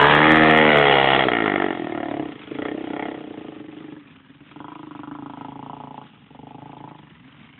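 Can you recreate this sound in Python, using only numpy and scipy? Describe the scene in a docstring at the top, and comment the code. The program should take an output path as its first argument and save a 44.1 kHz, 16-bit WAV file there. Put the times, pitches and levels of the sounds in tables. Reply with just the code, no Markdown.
"""A single-cylinder four-stroke quad bike ploughs away through a flooded trail at full revs, then chugs
round through tall grass. Every firing sends a blow-down pulse out of the exhaust, followed by its
reflections inside the pipe, ringing six layers: boom, thump, honk, bark, crack and rasp.
Spray hisses under the wheels, the engine murmurs and bushes throw back a short, dull scatter.
A narrow-band telephone microphone hears it over a faint outdoor hiss."""
import sys
import numpy as np
from scipy import signal
from scipy.fft import rfft, irfft
from scipy.io import wavfile

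SR = 44100
rng = np.random.default_rng(int(sys.argv[2]) if len(sys.argv) > 2 else 0)


def bounce(signal):
    """Save signal as a 16-bit WAV file at the path given by the first command-line argument."""
    frames = np.transpose(np.atleast_2d(signal))
    limited = np.clip(frames, -1, 1)
    pcm = np.round(limited * 32767).astype(np.int16)
    wavfile.write(sys.argv[1], SR, pcm)


N = 334719


def from_db(db):
    """Decibels to gain."""
    return np.exp(np.asarray(db) * (np.log(10) / 20))


def read(rows, s):
    """Columns of a curve table at times s."""
    t, *columns = np.transpose(rows)
    return [np.interp(s, t, c) for c in columns]


def drift(rate_hz):
    """A smooth random wobble with a spread of 1."""
    pole = np.exp(-80 * np.pi * rate_hz / SR)   # one step every 40 samples
    slow = signal.lfilter([1], [1, -2 * pole, pole * pole], rng.standard_normal(N // 40 + 2002))[2000:]
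    return np.interp(np.arange(N) / 40, np.arange(len(slow)), slow / slow.std())


def grainy_noise(level, colour, patchy_db, grain_db):
    """Quarter-octave bands of grainy noise, each flickering in its own way."""
    grains = rng.standard_normal((2, N)) * from_db(grain_db * np.array([drift(56), drift(180)]))
    edges = 35 * 2 ** np.arange(0, 7.2, 1 / 4)
    shared_flicker = drift(4)
    hz, db = np.transpose(colour)
    out = 0
    for k, (low, high) in enumerate(zip(edges, edges[1:])):
        band = signal.sosfilt(signal.butter(2, [low, high], "band", fs=SR, output="sos"), grains[k % 2])
        colour_db = np.interp(np.log(low * high) / 2, np.log(hz), db)
        out = out + band * from_db(colour_db + patchy_db * (0.5 * shared_flicker + drift(11)))
    return from_db(read(level, np.arange(N) / SR)[0]) * out / out.std()


def murmur():
    """A low bed of engine clatter and murmur over the outdoor hiss."""
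    # The bed's fader. Each row: time in seconds, level in dB.
    level = [(0, -34.5), (2, -45.5), (3, -45), (3.9, -49.5), (4.25, -53.5), (4.5, -50), (5.3, -50.5),
             (6.1, -52), (6.5, -52), (7, -51.5), (7.3, -50), (7.59, -48)]
    # Its tone. Each row: frequency in Hz, relative density in dB.
    colour = [(40, -13), (142, -3.5), (264, -1), (361, -17), (564, -20.5), (1330, -13.5), (1580, -20),
              (1960, -16), (2430, -17), (2750, -13.5), (3050, -19), (3380, -19), (4190, -26.5)]
    return grainy_noise(level, colour, patchy_db=1.7, grain_db=4.1)


def spray():
    """Water thrown by the wheels, with chassis rattle, fading as the bike pulls away."""
    # The spray's fader. Each row: time in seconds, level in dB.
    level = [(0, -16.5), (.5, -22.5), (.9, -23), (1.15, -22), (1.3, -34), (1.7, -41), (2.0, -49.5),
             (2.9, -51.5), (3.5, -62.5), (4.2, -78), (7.59, -83)]
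    # Its tone. Each row: frequency in Hz, relative density in dB.
    colour = [(40, -18.5), (140, -15), (300, -2), (600, -1.5), (1330, 0), (1600, -18), (1960, -3.5),
              (2430, -5), (3300, -12.5), (4200, -10.5)]
    return grainy_noise(level, colour, patchy_db=2.2, grain_db=3.0)


def bushes(sound):
    """Foliage scatters the sound back as a short, dull tail."""
    t = np.arange(6000) / SR
    dull_noise = signal.lfilter([.3], [1, -.7], rng.standard_normal(len(t)))
    tail = dull_noise * from_db(-60 * t / 0.062) * (t > .012)
    return signal.fftconvolve(sound, tail / np.linalg.norm(tail))[:N]


def throttle(s):
    """The rider's hand: how far the throttle is shut (0-1) and the extra twist (dB) at times s."""
    # Letting go. Each row: start, moment it is fully open again, closing time, all in seconds.
    lift_offs = [(2.237, 2.572, 0.13), (3.933, 4.583, 0.1), (5.996, 6.365, .08), (6.89, 7.9, 0.23)]
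    # Short extra twists. Each row: peak time in seconds, strength in dB, half length in seconds.
    blips = [(1.946, 13, 0.3), (2.658, 10.5, 0.071), (3.023, 20, .2), (4.632, 12.5, 0.23),
             (5.113, 0, 0.066), (5.41, 5, 0.062), (5.7, 6.5, .16), (6.847, -3, 0.27)]
    opening_s = 0.12
    shut = sum(np.clip(np.minimum((s - start) / closing, (end - s) / opening_s), 0, 1)
               for start, end, closing in lift_offs)
    twist_db = sum(db * np.clip(1 - abs(s - at) / half, 0, 1) for at, db, half in blips)
    return shut, twist_db


def firings():
    """The cylinder fires once a cycle: the time of each firing and the firing rate there."""
    # Engine speed. Each row: time in seconds, firings per second.
    revs = [(0.0, 71.27), (0.3, 78.71), (0.6, 78.11), (1.0, 67.11), (1.2, 67.07), (1.5, 49.95),
            (1.7, 46.57), (1.9, 37.73), (2.2, 35.34), (2.4, 25.14), (2.5, 24.9), (2.7, 33.54), (2.8, 31.07),
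            (3.1, 34.1), (3.2, 31.24), (3.7, 23.11), (3.8, 26.77), (4.1, 20.48), (4.3, 20.57), (4.4, 16.13),
            (4.7, 27.62), (5.0, 23.75), (5.2, 27.89), (5.3, 26.25), (5.7, 28.83), (6.0, 27.92),
            (6.1, 24.05), (6.3, 22.84), (6.5, 26.38), (6.9, 28.03), (7.0, 24.09), (7.1, 24.94),
            (7.3, 18.95), (7.59, 23.48)]
    cycles = np.cumsum(read(revs, np.arange(N) / SR)[0]) / SR - .917
    s = np.interp(np.arange(int(cycles[-1]) + 1), cycles, np.arange(N) / SR)
    s = np.r_[s[0] - 1 / revs[0][1], s]   # one firing is already ringing at the start
    return s, read(revs, s)[0]


def layer_levels(s, shut, twist_db):
    """Each layer's dB at each firing, set by distance, outlet direction, throttle and uneven burns."""
    # The mix at steady throttle. Each row: time in seconds, then thump, honk, bark and crack in dB.
    middle = [(0, -32, -22.5, -14.5, -16.5), (.19, -23.5, -21, -22, -18), (.32, -18, -25.5, -21, -17),
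              (0.509, -19, -21.5, -22, -19), (.7, -21, -17, -20.5, -18.5), (.97, -59, -22.5, -18.5, -23),
              (1.129, -39, -25.5, -18, -21.5), (1.399, -25, -24, -28, -26.5),
              (1.64, -28, -26, -27.5, -29.5), (1.851, -32, -49.5, -43, -54.5),
              (2.152, -29, -37.5, -35, -49.5), (2.599, -31, -34, -42, -44.5),
              (3.05, -33.5, -46, -43.5, -57.5), (3.2, -39.5, -45, -47, -56.5), (3.45, -40, -45.5, -48, -58),
              (3.65, -41.5, -51.5, -58, -62), (3.901, -39.5, -51, -56.5, -57), (4.6, -43, -57, -50.5, -62),
              (5.1, -39.5, -57.5, -46.5, -45.5), (5.5, -42, -53, -44.5, -58), (6, -45.5, -53.5, -42, -63),
              (6.4, -46.5, -54.5, -48.5, -85), (6.9, -47, -57, -43, -61), (7.59, -50.5, -68, -47, -52.5)]
    # The lowest and highest layers, likewise. Each row: time in seconds, level in dB.
    boom = [(0, -29.5), (.5, -27.5), (1.129, -36), (1.501, -51), (2.201, -43), (2.701, -50.5),
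            (3.099, -53.5), (3.899, -54), (4.6, -52), (5.5, -47), (6.4, -49), (6.9, -48), (7.59, -48)]
    rasp = [(0, -26), (0.352, -32.5), (0.599, -28.5), (1.149, -25.5), (1.499, -42), (1.65, -42),
            (1.871, -58.5), (2.499, -50.5), (3.2, -59.5), (3.899, -72.5), (4.6, -66), (5.5, -64),
            (6.5, -66), (7.59, -77)]
    # Per layer: the change in dB with the throttle shut, and the share of a twist that it gains.
    shut_db = dict(boom=-9, thump=-14.5, honk=-14, bark=-22, crack=-6.5, rasp=-2.5)
    twist_share = dict(boom=.05, thump=0.018, honk=0.39, bark=0.51, crack=1, rasp=0.38)
    # Misfires. Each row: time in seconds, then low and bright layers in dB against a normal firing.
    misfires = [(1.178, 5, -24), (1.252, 4, -22), (1.267, 4, -24), (1.282, -3, 3), (1.299, -5, -22),
                (2.51, 5, -6), (4.297, 6, 0), (4.403, 6, 0)]
    low, bright = rng.normal(0, 1.4, (len(s), 2)).T   # no two burns are alike
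    for at, low_db, bright_db in misfires:
        k = np.argmin(abs(s - at))
        low[k], bright[k] = low_db, bright_db
    burn_db = dict(boom=low, thump=low, honk=low, bark=bright, crack=bright, rasp=bright)
    steady_db = read(boom, s) + read(middle, s) + read(rasp, s)
    return {name: db + shut_db[name] * shut + twist_share[name] * twist_db + burn_db[name]
            for name, db in zip(burn_db, steady_db)}


def blow_down(modes, tuning, ring, rough, echo_db, jet_s, rise_s, top_hz):
    """One row per firing: a pulse, a dying gas jet and the pipe echoes ring the modes; energy 1."""
    # The pulse running to and fro in the pipe. Each row: delay in seconds, relative level in dB.
    echoes = [(.0071, -3.5), (0.0162, -18.5), (.0213, -45)]
    t, count = np.arange(2560) / SR, len(rough)
    jet = rng.standard_normal((count, len(t))) * np.exp(-t / jet_s)
    kick = np.sqrt(rough)[:, None] * jet / np.linalg.norm(jet, axis=1, keepdims=True)
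    kick[:, 0] -= np.sqrt(1 - rough)   # rough is the jet's share of the energy, the rest is the pulse
    hz = np.fft.rfftfreq(len(t), 1 / SR)
    pipe = 1 + sum(from_db(db + echo_db[:, None]) * np.exp(-2j * np.pi * hz * lag) for lag, db in echoes)
    pipe = pipe / (1 + 1j * hz / top_hz) ** 2   # the baffles dull what lies above the layer
    body = 0
    for pitch, db, t60 in modes:
        mode_hz = pitch * tuning[:, None] * rng.normal(1, .005, (count, 1))
        gain = from_db(db + rng.normal(0, 1.3, (count, 1)))
        decay = from_db(-60 * t / (t60 * ring[:, None]))
        body = body + gain * np.sin(2 * np.pi * mode_hz * t) * decay
    valve_opening = 1 - np.exp(-t / rise_s)
    pulses = irfft(rfft(kick) * pipe * rfft(body * valve_opening))
    return pulses / np.linalg.norm(pulses, axis=1, keepdims=True)


def exhaust():
    """Every firing blows down through the pipe and silencer as a stack of six ringing layers."""
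    # Resonances of the deep boom, the hollow honk, the shock front's crack and the rasp on top.
    # Each row: base pitch in Hz, relative level in dB, base t60 in seconds.
    boom_modes = [(71.6, -18, 0.063), (146.4, -6.5, 0.065)]
    honk_modes = [(433.4, 6, 0.034), (576.8, -1, 0.033)]
    crack_modes = [(1328, 1.5, 0.012), (1832, 8, 0.01), (1997, 0, 0.011)]
    rasp_modes = [(2910, -8, 0.015), (3273, -8.5, 0.017)]
    # The silencer's thump and the tail pipe's bark.
    # Each row: multiple of the layer's pitch, relative level in dB, base t60 in seconds.
    thump_modes = [(.76, -22, .06), (1, 47.5, 0.046), (1.2, -4, 0.062)]
    bark_modes = [(.8, -22, 0.023), (1.001, 36, 0.012), (1.35, 2, 0.056), (1.75, -21, 0.026)]
    # How those two glide. Each row: time in seconds, pitch in Hz.
    thump_pitch = [(0, 348), (.19, 313), (.7, 274), (.9, 380), (1.3, 353), (2.2, 329), (2.4, 307),
                   (2.8, 320), (3.9, 308), (4.15, 262), (4.75, 316), (5.3, 277), (6.35, 247), (6.95, 311),
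                   (7.3, 260), (7.59, 253)]
    bark_pitch = [(0, 1001), (.5, 664), (.64, 850), (.77, 686), (.92, 775), (1.15, 722), (1.4, 713),
                  (2.2, 697), (2.43, 823), (2.65, 732), (3.3, 744), (3.8, 746), (4.05, 980), (4.5, 970),
                  (4.87, 1037), (5.4, 932), (6, 880), (6.6, 818), (7.4, 1050)]
    # Pitch bends as the outlet turns. Each row: time in seconds, factor on honk, factor on crack.
    bends = [(0, 0.99, 0.88), (.25, 1.21, 1), (.45, 1.216, .99), (.7, 1.167, 1.11), (.9, 1.1, 1.052),
             (1.2, 1.016, 1.057), (1.7, 0.906, 1.023), (2.2, .99, 1.03), (3.2, 1.06, 1.055),
             (4.3, 0.87, 0.9), (4.6, 0.98, 0.63), (5.3, 0.97, 0.66), (6, 1.035, 0.56), (7.59, 1.1, 1.22)]
    # The pipe echo is weak while the outlet points straight back. Each row: time in seconds, trim in dB.
    echo_trim = [(0, -15), (1.6, -22), (2, -5.5), (2.6, -6), (4.5, -3.5), (7.59, -2.5)]
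    # The silencer rings longer from the side. Each row: time in seconds, factor on thump and honk t60.
    ringing = [(0, 1.31), (1.2, 0.39), (2.2, 0.88), (3.1, 1.13), (3.4, 1.7), (4, 2.55), (4.6, 1.4),
               (7.59, 0.64)]

    s, rate = firings()
    shut, twist_db = throttle(s)
    level_db = layer_levels(s, shut, twist_db)
    thump_hz, bark_hz = read(thump_pitch, s)[0], read(bark_pitch, s)[0]
    honk_bend, crack_bend = read(bends, s)
    ring, flat = read(ringing, s)[0], np.ones(len(s))
    echo_db = read(echo_trim, s)[0]
    low_echo_db, no_echo_db = echo_db - 8, -99 * flat
    # Noisier with the throttle shut, ever cleaner above 34 firings per second.
    rough = (.24 + .16 * shut) * np.minimum(1, 34 / rate) ** 2
    layers = dict(
        boom=blow_down(boom_modes, flat, flat, rough / 2, no_echo_db,
                       jet_s=0.0022, rise_s=0.0035, top_hz=290),
        thump=blow_down(thump_modes, thump_hz, ring, rough / 2, low_echo_db,
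                        jet_s=0.007, rise_s=0.0029, top_hz=519),
        honk=blow_down(honk_modes, honk_bend, ring, rough / 2, low_echo_db,
                       jet_s=0.0028, rise_s=0.0033, top_hz=966),
        bark=blow_down(bark_modes, bark_hz, flat, rough, echo_db,
                       jet_s=0.0083, rise_s=0.0011, top_hz=1620),
        crack=blow_down(crack_modes, crack_bend, flat, np.sqrt(rough), echo_db,
                        jet_s=0.0053, rise_s=0.0013, top_hz=2620),
        rasp=blow_down(rasp_modes, flat, flat, np.cbrt(rough), echo_db,
                       jet_s=0.0026, rise_s=0.00096, top_hz=6050))
    pulses = sum(from_db(level_db[name])[:, None] * layer for name, layer in layers.items())
    pulses *= np.sqrt(SR / rate)[:, None]   # levels are rms: slower firing packs more into each pulse
    length = pulses.shape[1]
    out = np.zeros(N + 3 * length)
    starts = (s * SR).astype(int) + length
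    np.add.at(out, starts[:, None] + np.arange(length), pulses)
    return out[length:][:N]


def scene():
    """The exhaust up front with its scatter from the bushes, over spray and murmur; mono."""
    bike = from_db(1.5) * exhaust()
    return (bike + from_db(-19) * bushes(bike) + spray() + murmur())[None]


def record(dry):
    """Telephone sound: peaks rounded by the capsule, narrow band, converter clip and hiss, steep top."""
    overload, full_scale, hiss_db = 0.66, .71, -106
    band = signal.sosfilt(signal.butter(3, 80, "high", fs=SR, output="sos"), dry)
    band = overload * np.tanh(band / overload)
    band = signal.sosfilt(signal.butter(9, 4130, fs=SR, output="sos"), band)
    band = signal.sosfilt(signal.cheby2(8, 50, 4900, fs=SR, output="sos"), band)
    band = np.clip(band, -full_scale, full_scale) + from_db(hiss_db) * rng.standard_normal(dry.shape)
    return signal.sosfilt(signal.cheby2(12, 70, 15800, fs=SR, output="sos"), band)


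dry = scene()
out = record(dry)
bounce(out)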